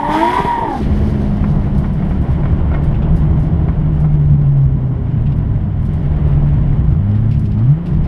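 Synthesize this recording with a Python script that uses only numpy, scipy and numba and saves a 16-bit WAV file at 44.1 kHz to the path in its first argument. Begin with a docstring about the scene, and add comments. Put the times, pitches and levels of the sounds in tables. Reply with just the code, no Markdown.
"""A six-cylinder drift car engine, heard from the cabin, flares to its limiter and coasts down.
Its firings make the tone and the exhaust's growl; tyres stick and slip into a squeal, the turbo whistles.
The throttle shuts, the exhaust pops and burbles, and the boost vents. The road sets the body booming,
grit ticks in the wheel arches, panels knock and loose trim rattles.
Near the end the engine almost idles and is blipped twice."""
import sys
import numpy as np
from scipy import signal
from scipy.fft import rfft, irfft, next_fast_len
from scipy.io import wavfile
from scipy.ndimage import map_coordinates
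from numba import njit

SR = 44100
rng = np.random.default_rng(int(sys.argv[2]) if len(sys.argv) > 2 else 0)


def waveform_to_disk(signal):
    """Save audio, clipped to [-1, 1], as 16-bit WAV at the path in sys.argv[1]."""
    frames = np.transpose(np.atleast_2d(signal))
    scaled = np.clip(frames, -1, 1) * 32767
    samples = np.round(scaled).astype(np.int16)
    wavfile.write(sys.argv[1], SR, samples)


N = 355887
T = np.arange(N) / SR
FIRINGS_PER_TURN = 3

# the revs, through flare, coast and two blips: time_s, firing_hz
REVS = [(0, 284.1), (.14, 305), (.44, 404.2), (.56, 381.2), (.84, 197.4), (1.05, 210), (2.5, 180.4),
        (3.8, 157.2), (4.6, 137.5), (5.3, 111), (5.7, 99.83), (6.1, 78.4), (6.3, 71.84), (6.53, 72.33),
        (6.68, 53.82), (6.87, 61.12), (6.93, 69.5), (7.0, 97.67), (7.25, 110.1), (7.55, 102.3),
        (7.61, 109.2), (7.8, 170.9), (7.86, 176.7), (8.07, 165.2)]
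# floored in the slide, shut to coast, a touch at idle, two blips: time_s, opening (0-1)
THROTTLE = [(.06, 0.35), (.15, 0.93), (.38, 0.84), (.52, 0), (5.95, 0.02), (6.45, 0.2), (6.55, 0.07),
            (6.85, 0.2), (6.89, 0.93), (6.95, 1), (7.0, 0.44), (7.12, 0.61), (7.52, 0.1), (7.62, 0.6),
            (7.7, 0.28), (7.8, 0.26), (7.9, 0.24), (7.97, 0.02)]
# how exhaust and cabin pass an engine tone, droning near 140 Hz: pitch_hz, gain_db
DRONE = [(58, -16), (70, -14), (84, -20.5), (105, -13), (125, -12), (138, -1.5), (147, -3), (158, -12),
         (177, -18.5), (203, -12.5), (235, -19), (260, -18.5), (290, -26.5), (330, -21.5), (355, -29.5),
         (385, -36.5), (560, -27), (590, -16.5), (615, -19.5), (660, -10.5), (720, -23.5), (790, -30)]
# the weaker engine orders: crank_multiple
CRANK_ORDERS = np.array([1, 2, 2.5, 3.5, 4, 5, 7, 8, 9, 12, 15, 18])
# the balance of those orders: gain_db
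ORDER_BALANCE = [-22, -6, -11, -28, -14, -27, -18, -9, -9, -13, -17, -25]
# colour of the exhaust pipe's growl: freq_hz, gain_db
GROWL_COLOUR = [(240, 4), (330, 11.5), (480, -5.5), (640, -1), (900, -12), (1250, -2), (1500, -10),
                (2200, -22)]
# colour of the gas rasp: freq_hz, gain_db
RASP_COLOUR = [(450, -3), (520, -19), (650, -1), (850, -2), (1300, -8.5), (2100, -5.5), (2650, -18.5),
               (3300, -14.5), (4300, -25), (5200, -27.5), (7300, -34.5), (10000, -31), (13000, -41.5),
               (15000, -48)]
# intake pipework singing under boost: pitch_hz, width_hz, gain_db
INTAKE_MODES = [(2160, 120, 1), (3020, 180, -4), (3350, 140, 1), (4950, 400, -16)]
# the short whistle as boost comes up: pitch_hz, width_hz, gain_db
WHISTLE_MODES = [(5030, 220, 0), (6230, 220, -5)]
# the turbo's blade tone: time_s, pitch_hz, level_db
TURBO = [(0, 9400, -60), (.1, 10700, -55), (.2, 13000, -68), (.4, 15000, -80), (.85, 14200, -78),
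         (1.02, 13400, -63), (1.15, 12200, -73), (1.35, 10500, -76), (1.6, 9000, -88)]
# tyre squeal, swelling twice before the tyres grip: time_s, pitch_hz, level_db, breakup (0-1)
SQUEAL = [(0, 900, -20.5, 0.93), (.12, 931.5, -16, 0.87), (.2, 925, -18, 0.6), (.245, 954.6, -11.5, 0.02),
          (.285, 956, -11, 0), (.315, 975, -20.5, 0.35), (.39, 990, -12.5, .8), (.425, 955, -26, 0.5),
          (.455, 967, -18, 0.53), (.53, 948, -13.5, 0.12), (.56, 945, -15, 0.17), (.595, 928, -19, 0.27),
          (.635, 929, -18.5, .7), (.68, 910, -22.5, 0.79), (.715, 830, -21.5, 1), (.76, 804, -21, 0.88),
          (.8, 820, -26.5, 0.95)]
# tread ribs slipping apart: pitch_ratio, gain_db
RIBS = [(.925, -7), (.965, -2), (1, 0), (1.035, -3), (1.075, -8)]
# cabin resonances that the screech rings: pitch_hz, width_hz, gain_db
SCREECH_MODES = [(780, 22, 0), (1060, 30, -7), (1155, 28, -8)]
# rolling noise, easing as the car slows: time_s, road_db, air_db
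RIDE = [(0, -32.5, -42), (.95, -28.5, -41), (1.7, -30, -45.5), (2.4, -29, -44.5), (3.4, -29.5, -46.5),
        (4.15, -33, -49), (4.75, -36, -51.5), (4.98, -34, -52.5), (5.12, -36.5, -49), (5.35, -33, -50),
        (5.75, -37, -51), (6.25, -30.5, -44), (6.85, -33, -48), (6.97, -37, -51), (7.1, -35.5, -47.5),
        (7.45, -38.5, -51), (8.07, -33, -48)]
# colour of the road's roar: freq_hz, gain_db
ROAD_COLOUR = [(300, 6), (420, -0.5), (490, -4.5), (620, -1.5), (780, -4.5), (880, -8), (1000, -6.5),
               (1250, -16), (1400, -15.5), (1700, -25.5), (2200, -31.5)]
# colour of the air's hiss: freq_hz, gain_db
AIR_COLOUR = [(1300, -4.5), (1900, -3), (2200, -6), (2550, -12), (3000, -9), (3600, -17.5), (4400, -25.5),
              (5100, -26.5), (6000, -35.5), (7300, -35), (9000, -35), (14000, -54.5)]
# the body's boom, low during the slide: time_s, level_db
BOOM = [(0, -27), (.74, -27), (.87, -13), (2.4, -16.5), (3.5, -11), (4.15, -14.5), (4.43, -11),
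        (4.49, -20.5), (4.62, -21.5), (4.68, -10), (4.86, -19.5), (5.02, -14), (5.85, -15.5), (6.3, -13.5),
        (6.85, -12.5), (7.03, -21.5), (7.35, -13.5), (7.6, -16.5), (7.72, -21), (7.82, -26), (7.92, -12)]
# resonances of the body shell and the air in it: pitch_hz, width_hz, gain_db
BODY_MODES = [(29.5, 14, 3), (51.6, 9.2, -1), (71.66, 17.1, 3.5), (105.3, 12, -1.5), (144.6, 28.3, 1.5),
              (149.1, 24, -9)]
# jolts from bumps, and a low thud as the engine is first blipped: start_s, strength_db
BUMPS = [(0.83, -35), (1.537, -10.5), (1.769, -11.5), (2.085, -20.5), (2.281, -6.5), (2.499, -4),
         (2.852, -8.5), (3.099, -10), (3.267, -9.5), (4.024, -14.5), (5.216, -13.5), (5.546, -9),
         (6.244, -8.5), (6.544, -13), (6.877, -1.5)]
# floor and door panels humming with the road: pitch_hz, width_hz, gain_db
PANEL_MODES = [(211.2, 25, 1.5), (258.7, 18, -2.5), (284.6, 14, -7), (327.8, 16, -8), (402, 12, -9.5)]
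# the dashboard's modes: pitch_hz, gain_db, t60_s
DASH_MODES = [(550, 0, .09), (655, 6, .09), (780, 5, .05), (1065, 4, .08), (1324, -4, .12), (1500, -5, .06),
              (1862, -5, .1), (2180, -5, .1), (2350, -11, .06), (3000, -21, .05), (3330, -22, .07)]
# exhaust pops: start_s, strength_db, t60_s
POPS = [(.087, -15, .03), (.378, -23, .06), (.398, -15.5, .045), (.446, -19.5, .06), (.575, -26, .12),
        (.62, -29, .2)]
# colour of the pops: freq_hz, gain_db
POP_COLOUR = [(30, -11), (150, 0), (280, -9), (420, 3), (540, -16), (950, -5), (1400, -30), (4000, -54),
              (10000, -70)]
# colour of the silencer's burble and puffs: freq_hz, gain_db
SILENCER_COLOUR = [(250, -20), (305, -4), (350, 0), (395, -9), (480, -16), (560, -26)]
# unburnt fuel puffing in the silencer: start_s, level_db
SPUTTERS = [(.643, -14), (.68, -12.5), (.797, -14.5), (.86, -12.5), (.94, -15), (1.005, -14), (1.08, -14),
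            (1.149, -16.5)]
# strength of each cylinder with the throttle shut: gain_db
LOPSIDED_DB = [0, -9, -3, -12, -1, -7]
# colour of the dust: freq_hz, gain_db
DUST_COLOUR = [(3500, 10.5), (5000, 8), (6400, 2), (7300, -5.5), (9000, -0.5), (11000, -5.5), (13500, -13),
               (15500, -14)]
# colour of the venting boost: freq_hz, gain_db
VENT_COLOUR = [(1800, -2), (3000, -1), (3700, 0), (4600, -10), (7000, -20)]
# handfuls of grit striking the wheel arches: start_s, level_db
GRIT_HITS = [(.815, -54), (1.09, -57), (1.777, -49), (1.933, -55), (2.048, -58), (2.09, -58), (2.213, -55),
             (2.311, -56), (2.836, -53), (3.162, -48.5), (3.397, -55), (3.43, -58), (3.944, -61),
             (4.001, -55), (5.362, -61), (5.815, -60), (5.85, -56), (5.931, -55), (6.28, -61), (7.2, -61),
             (7.308, -61), (7.392, -54), (7.445, -59), (7.858, -54.5), (8.044, -60)]
# colour of the grit: freq_hz, gain_db
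GRIT_COLOUR = [(2500, -10), (3500, -2.5), (5200, 0.5), (7000, -6.5), (8500, -2.5), (11000, -4),
               (14000, -12), (16000, -19.5)]
# panels knocking over bumps: start_s, level_db, brightness_db_per_octave
KNOCKS = [(1.439, -21.5, 0), (1.842, -26, 2), (2.021, -29, -4), (2.108, -28, 1), (2.433, -25, 0),
          (2.453, -25, 2), (2.714, -26.5, -1), (2.738, -23, 3), (2.746, -26, 5), (2.777, -32, 1),
          (3.683, -24.5, -2), (4.043, -28.5, 0)]
# colour of a knock's first contact: freq_hz, gain_db
CRACK_COLOUR = [(500, -1), (1000, 0), (1500, -7), (2300, -15), (3000, -26), (5500, -38)]
# dry rattles of loose trim and the gear linkage: start_s, level_db, t60_s, relative_edge_db
RATTLES = [(2.942, -37.5, .11, -20), (3.018, -38, .2, -22), (5.11, -51, .15, -10), (5.17, -52, .12, -10),
           (5.262, -43.5, .18, -15), (5.32, -41, .06, -9), (6.28, -48, .2, -13), (6.912, -48, .12, -5),
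           (7.112, -49, .12, -9), (7.145, -48, .18, -11), (7.306, -42.5, .16, -7), (7.335, -45.5, .14, -9),
           (7.453, -47.5, .15, -7), (7.511, -46.5, .15, -7), (7.578, -48, .16, -8), (7.635, -50, .15, -6),
           (7.858, -44, .2, -7), (7.93, -51, .15, -6), (8.04, -45, .15, -4)]
# colour of the rattles: freq_hz, gain_db
RATTLE_COLOUR = [(1300, -6), (2200, -1), (2800, 2), (3700, -9), (4500, -19), (6200, -30), (12000, -44)]
# colour of their metallic edge: freq_hz, gain_db
EDGE_COLOUR = [(3300, -2), (4200, 0), (5300, -1), (6200, -13), (9000, -15), (12000, -25)]


def undb(db):
    """Decibels to gain."""
    return 10 ** (np.asarray(db) / 20)


def unit(x):
    """Scale to rms 1."""
    return x / np.sqrt(np.mean(x ** 2))


def curves(rows):
    """Automation lanes: a table's columns, joined by straight lines in time."""
    times, *columns = np.transpose(rows)
    return [np.interp(T, times, column) for column in columns]


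def walk(rate):
    """A smooth random wobble of rms 1 that changes about rate times a second."""
    knots = rng.standard_normal(8192)
    return unit(map_coordinates(knots, [T * rate], order=3, mode="wrap"))


def colour(x, points):
    """EQ through (freq_hz, gain_db) points, falling 36 dB an octave beyond them; rms 1."""
    hz, db = np.transpose(points)
    size = next_fast_len(N)
    freqs = np.maximum(np.fft.rfftfreq(size, 1 / SR), 1)
    octaves_outside = np.maximum(np.log2(hz[0] / freqs), 0) + np.maximum(np.log2(freqs / hz[-1]), 0)
    gain = undb(np.interp(np.log(freqs), np.log(hz), db) - 36 * octaves_outside)
    return unit(irfft(rfft(x, size) * gain, size)[:N])


def noise(points):
    """Noise of a given colour; rms 1."""
    return colour(rng.standard_normal(N), points)


def ring(hz, width):
    """A steep resonance shaken by noise; rms 1."""
    b, a = signal.iirpeak(hz, hz / (1.24 * width), SR)
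    return unit(signal.lfilter(b, a, signal.lfilter(b, a, rng.standard_normal(N))))


def resonances(modes):
    """A bank of (pitch_hz, width_hz, gain_db) resonances shaken by noise; rms 1."""
    return unit(sum(undb(db) * np.sqrt(width) * ring(hz, width) for hz, width, db in modes))


def bursts(rows, rise_s):
    """Envelope of hits (start_s, level_db, t60_s): an attack, then an exponential tail."""
    envelope = np.zeros(N)
    for start_s, db, t60 in rows:
        start = max(int(start_s * SR), 0)
        age = T[:N - start]
        tail = 1000 ** -np.minimum(age / max(t60, .005), 10)
        envelope[start:] += undb(db) * (1 - np.exp(-age / rise_s)) * tail
    return envelope


def turn(hz):
    """Phase of something that turns hz times a second."""
    return 2 * np.pi * np.cumsum(hz) / SR


def firing_count(crank):
    """How many cylinders have fired so far."""
    return np.floor(FIRINGS_PER_TURN * crank / (2 * np.pi)).astype(int)


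def firings(crank):
    """One click for each cylinder that fires."""
    return np.diff(firing_count(crank), prepend=0)


def drone(hz):
    """Gain in dB of the exhaust and cabin for a tone at hz."""
    pitches, db = np.transpose(DRONE)
    return np.interp(np.log(hz), np.log(pitches), db)


def engine(crank, firing_hz, throttle):
    """The firing tone and its octave swell with load and in the drone; power adds the other orders."""
    full_power_hz, octave_opening = 298, .18  # a touch of throttle already brings the octave out
    tone_db = -7.5 + 15 * throttle + drone(firing_hz)
    octave_db = -17 + 10 * (1 - np.exp(-throttle / octave_opening)) + drone(2 * firing_hz)
    rough_db = .84 * walk(27) + 1.5 * throttle * walk(70)
    phase = FIRINGS_PER_TURN * crank
    tone = undb(tone_db + rough_db) * np.sin(phase)
    octave = undb(octave_db + 2 * walk(60)) * np.sin(2 * phase + rng.uniform(0, 2 * np.pi))
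    orders = sum(undb(db + 3.7 * walk(30.5)) * np.sin(order * crank + rng.uniform(0, 2 * np.pi))
                 for order, db in zip(CRANK_ORDERS, ORDER_BALANCE))
    power = throttle * np.minimum(firing_hz / full_power_hz, 1)
    return np.sqrt(2) * (tone + octave + undb(-20.5) * power ** 1.6 * orders)


def growl(crank, throttle):
    """Every firing sends a pulse down the exhaust pipe, harder as the throttle opens."""
    uneven_pulses = firings(crank) * undb(3 * walk(200))
    return undb(-32) * throttle * colour(uneven_pulses, GROWL_COLOUR)


def boost_rush(crank, throttle):
    """During the flare, gas under boost rasps, sings and whistles, pulsing with the firings."""
    spool_down_per_s = 2.16
    lost = spool_down_per_s * T
    boost = np.maximum.accumulate(throttle + lost) - lost  # follows the throttle up at once, down slowly
    intake = undb(-33.5 - 26 * (1 - boost)) * resonances(INTAKE_MODES)
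    whistle = bursts([(.118, -33, .27)], rise_s=.04) * resonances(WHISTLE_MODES)
    rasp = noise(RASP_COLOUR) * undb(-22 - 23 * (1 - boost) + walk(80))
    pulsing = 1 + .5 * np.sin(FIRINGS_PER_TURN * crank)
    fade_out = np.interp(T, [.75, .95], [1, 0])
    return fade_out * pulsing * (rasp + intake + whistle)


def turbo():
    """The compressor's blade tone, smeared into a breathy band by the rushing air."""
    hz, db = curves(TURBO)
    smear = noise([(20, 0), (250, -3), (700, -14)])
    fade_out = np.interp(T, [1.35, 1.6], [1, 0])
    return fade_out * undb(db) * smear * np.sin(turn(hz))


def tread_rib(hz, waver):
    """One rib sticks and slips: a wavering note with a faint octave."""
    phase = turn(hz * (1 + waver * (walk(45) + walk(260))))
    return np.sin(phase) + undb(-19) * np.sin(2 * phase + walk(220))


def tyre_squeal():
    """Locked together, the ribs sing one note; broken up, they beat in a screech that rings the cabin."""
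    hz, db, breakup = curves(SQUEAL)
    locked = tread_rib(hz, waver=.005)
    strands = unit(sum(undb(rib_db + 2.5 * walk(55)) * tread_rib(hz * ratio, waver=.011)
                       for ratio, rib_db in RIBS))
    tread = np.sqrt(2 * (1 - breakup)) * locked + np.sqrt(breakup) * strands
    ringing = undb(-9) * np.sqrt(breakup) * resonances(SCREECH_MODES)
    hop_hz = 38 * (1 + .25 * walk(30))  # the sliding tyre hops and chops its squeal
    judder = 1 + .3 * breakup * np.sin(turn(hop_hz))
    sliding = np.interp(T, [.76, .83], [1, 0])
    return sliding * undb(db) * judder * (tread + ringing)


def cabin():
    """The ground shakes the body, harder at each bump; panels and dashboard hum under road and air."""
    road_db, air_db = curves(RIDE)
    boom_db = curves(BOOM)[0]
    jolts = undb(-6.5) * bursts([(s, db, .4) for s, db in BUMPS], rise_s=.009)
    boom = resonances(BODY_MODES) * (undb(boom_db) + jolts)
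    panels = resonances(PANEL_MODES) * undb(-8 + .42 * (boom_db + road_db))
    dash_bands = [(hz, np.log(1000) / (np.pi * t60), db) for hz, db, t60 in DASH_MODES]  # decay to width
    dashboard = resonances(dash_bands) * undb(road_db - 22.5)
    roar = noise(ROAD_COLOUR) * undb(road_db + 1.1 * walk(25))
    hiss = noise(AIR_COLOUR) * undb(air_db + walk(40))
    return boom + panels + dashboard + roar + hiss


def exhaust_pops():
    """The exhaust pops in short, dull thumps around the flare."""
    return undb(11.5) * bursts(POPS, rise_s=.002) * noise(POP_COLOUR)


def overrun(crank):
    """Once the foot lifts, lopsided firings burble and unburnt fuel puffs in the silencer."""
    lift_s, misfire_db = .62, 5
    cylinder = firing_count(crank) % len(LOPSIDED_DB)
    pulses = firings(crank) * undb(np.array(LOPSIDED_DB)[cylinder] + misfire_db * walk(200))
    burble = colour(pulses, SILENCER_COLOUR) * bursts([(lift_s, -30, 7)], rise_s=.15)
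    puffs = noise(SILENCER_COLOUR) * bursts([(s, db, .14) for s, db in SPUTTERS], rise_s=.018)
    return burble + puffs


def dust():
    """The slide's dust cloud thins to a faint bed; a little more trails each handful of grit."""
    slide_end_s, bed_db = .67, -72.5
    cloud = bursts([(slide_end_s, -47.5, 4.9)], rise_s=.042)
    trails = bursts([(s, db - 14, 1) for s, db in GRIT_HITS], rise_s=.01)
    density = np.sqrt(cloud ** 2 + trails ** 2 + undb(bed_db) ** 2)
    return noise(DUST_COLOUR) * density * undb(2 * walk(29) + 2 * walk(410))


def boost_vent():
    """With the throttle shut, the boost escapes in one short hiss."""
    return noise(VENT_COLOUR) * bursts([(.812, -27, .15)], rise_s=.04)


def grit():
    """A handful of grit hits the wheel arch at once, then spatters away."""
    handfuls = bursts([(s, db, .16) for s, db in GRIT_HITS], rise_s=.001)
    spatter = undb(3 * walk(600) - .5)
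    return handfuls * spatter * noise(GRIT_COLOUR)


def knocks():
    """Each knock cracks, then rings the dashboard's modes with its own level, mix and brightness."""
    hz, mode_db, t60 = np.transpose(DASH_MODES)[:, :, None]
    age, ringing = T[:SR // 5], np.zeros(N)
    contact_s = .0012
    attack = 1 - np.exp(-age / contact_s)
    for start_s, db, brightness in KNOCKS:
        mix, detune, phase = rng.standard_normal((3, len(DASH_MODES), 1))
        gain = undb(mode_db + brightness * np.log2(hz / 1500) + 2.5 * mix)
        chatter = .04 * np.cumsum(rng.standard_normal((len(DASH_MODES), len(age))), axis=1)
        cycles = hz * (1 + .017 * detune) * age + phase
        modes = gain * 1000 ** (-age / t60) * np.sin(2 * np.pi * cycles + chatter)
        knock = attack * modes.sum(axis=0) / np.sqrt(np.sum(gain ** 2) / 2)
        start = int(start_s * SR)
        ringing[start:start + len(age)] += undb(db) * knock
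    padding = signal.butter(4, 3600, fs=SR, output="sos")
    cracks = bursts([(s, db - 2.5, .07) for s, db, _ in KNOCKS], rise_s=contact_s) * noise(CRACK_COLOUR)
    return signal.sosfilt(padding, ringing) + cracks


def rattles():
    """A loose part clacks once, then chatters to rest; metal parts add a bright edge."""
    clacks = bursts([(s, db - 16.5, .045) for s, db, _, _ in RATTLES], rise_s=.0003)
    chatter = undb(3 * walk(250) - 1)
    body = bursts([(s, db, t60) for s, db, t60, _ in RATTLES], rise_s=.003)
    edge = bursts([(s, db + edge_db, t60) for s, db, t60, edge_db in RATTLES], rise_s=.002)
    return (clacks + chatter * body) * noise(RATTLE_COLOUR) + chatter * edge * noise(EDGE_COLOUR)


def scene():
    """Engine, tyres, body and loose parts, mixed in mono inside the car."""
    firing_hz = curves(REVS)[0]
    throttle = curves(THROTTLE)[0]
    crank = turn(firing_hz / FIRINGS_PER_TURN * (1 + .0047 * walk(45)))
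    motor = engine(crank, firing_hz, throttle) + growl(crank, throttle)
    gas = boost_rush(crank, throttle) + overrun(crank) + boost_vent() + turbo() + exhaust_pops()
    return (motor + gas + tyre_squeal() + cabin() + dust() + grit() + knocks() + rattles())[None]


@njit
def limiter(x, threshold, step, hold_s, ceiling, release_s):
    """Each loud peak knocks the gain down a step with a dull tick; peaks over the ceiling duck more."""
    y = np.empty(len(x))
    gain, eased, smooth, wait_s = 1., 1., 1., 0.
    for i in range(len(x)):
        gain += (1 - gain) / (release_s * SR)
        wait_s -= 1 / SR
        if abs(x[i]) * gain > threshold and wait_s <= 0:
            gain, wait_s = gain * step, hold_s
        if abs(x[i]) * gain > ceiling:
            gain = ceiling / abs(x[i])
        eased += .5 * (gain - eased)  # the step is rounded over a few samples
        smooth += .5 * (eased - smooth)
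        y[i] = x[i] * smooth
    return y


def record(dry):
    """The master chain: a limiter holds the loudest peaks and a steep low-pass cuts the top."""
    held = limiter(dry[0], threshold=.62, step=.93, hold_s=.011, ceiling=.85, release_s=.035)
    top_cut = signal.ellip(8, .2, 70, 15300, fs=SR, output="sos")
    return signal.sosfilt(top_cut, held)[None]


dry = scene()
out = record(dry)
waveform_to_disk(out)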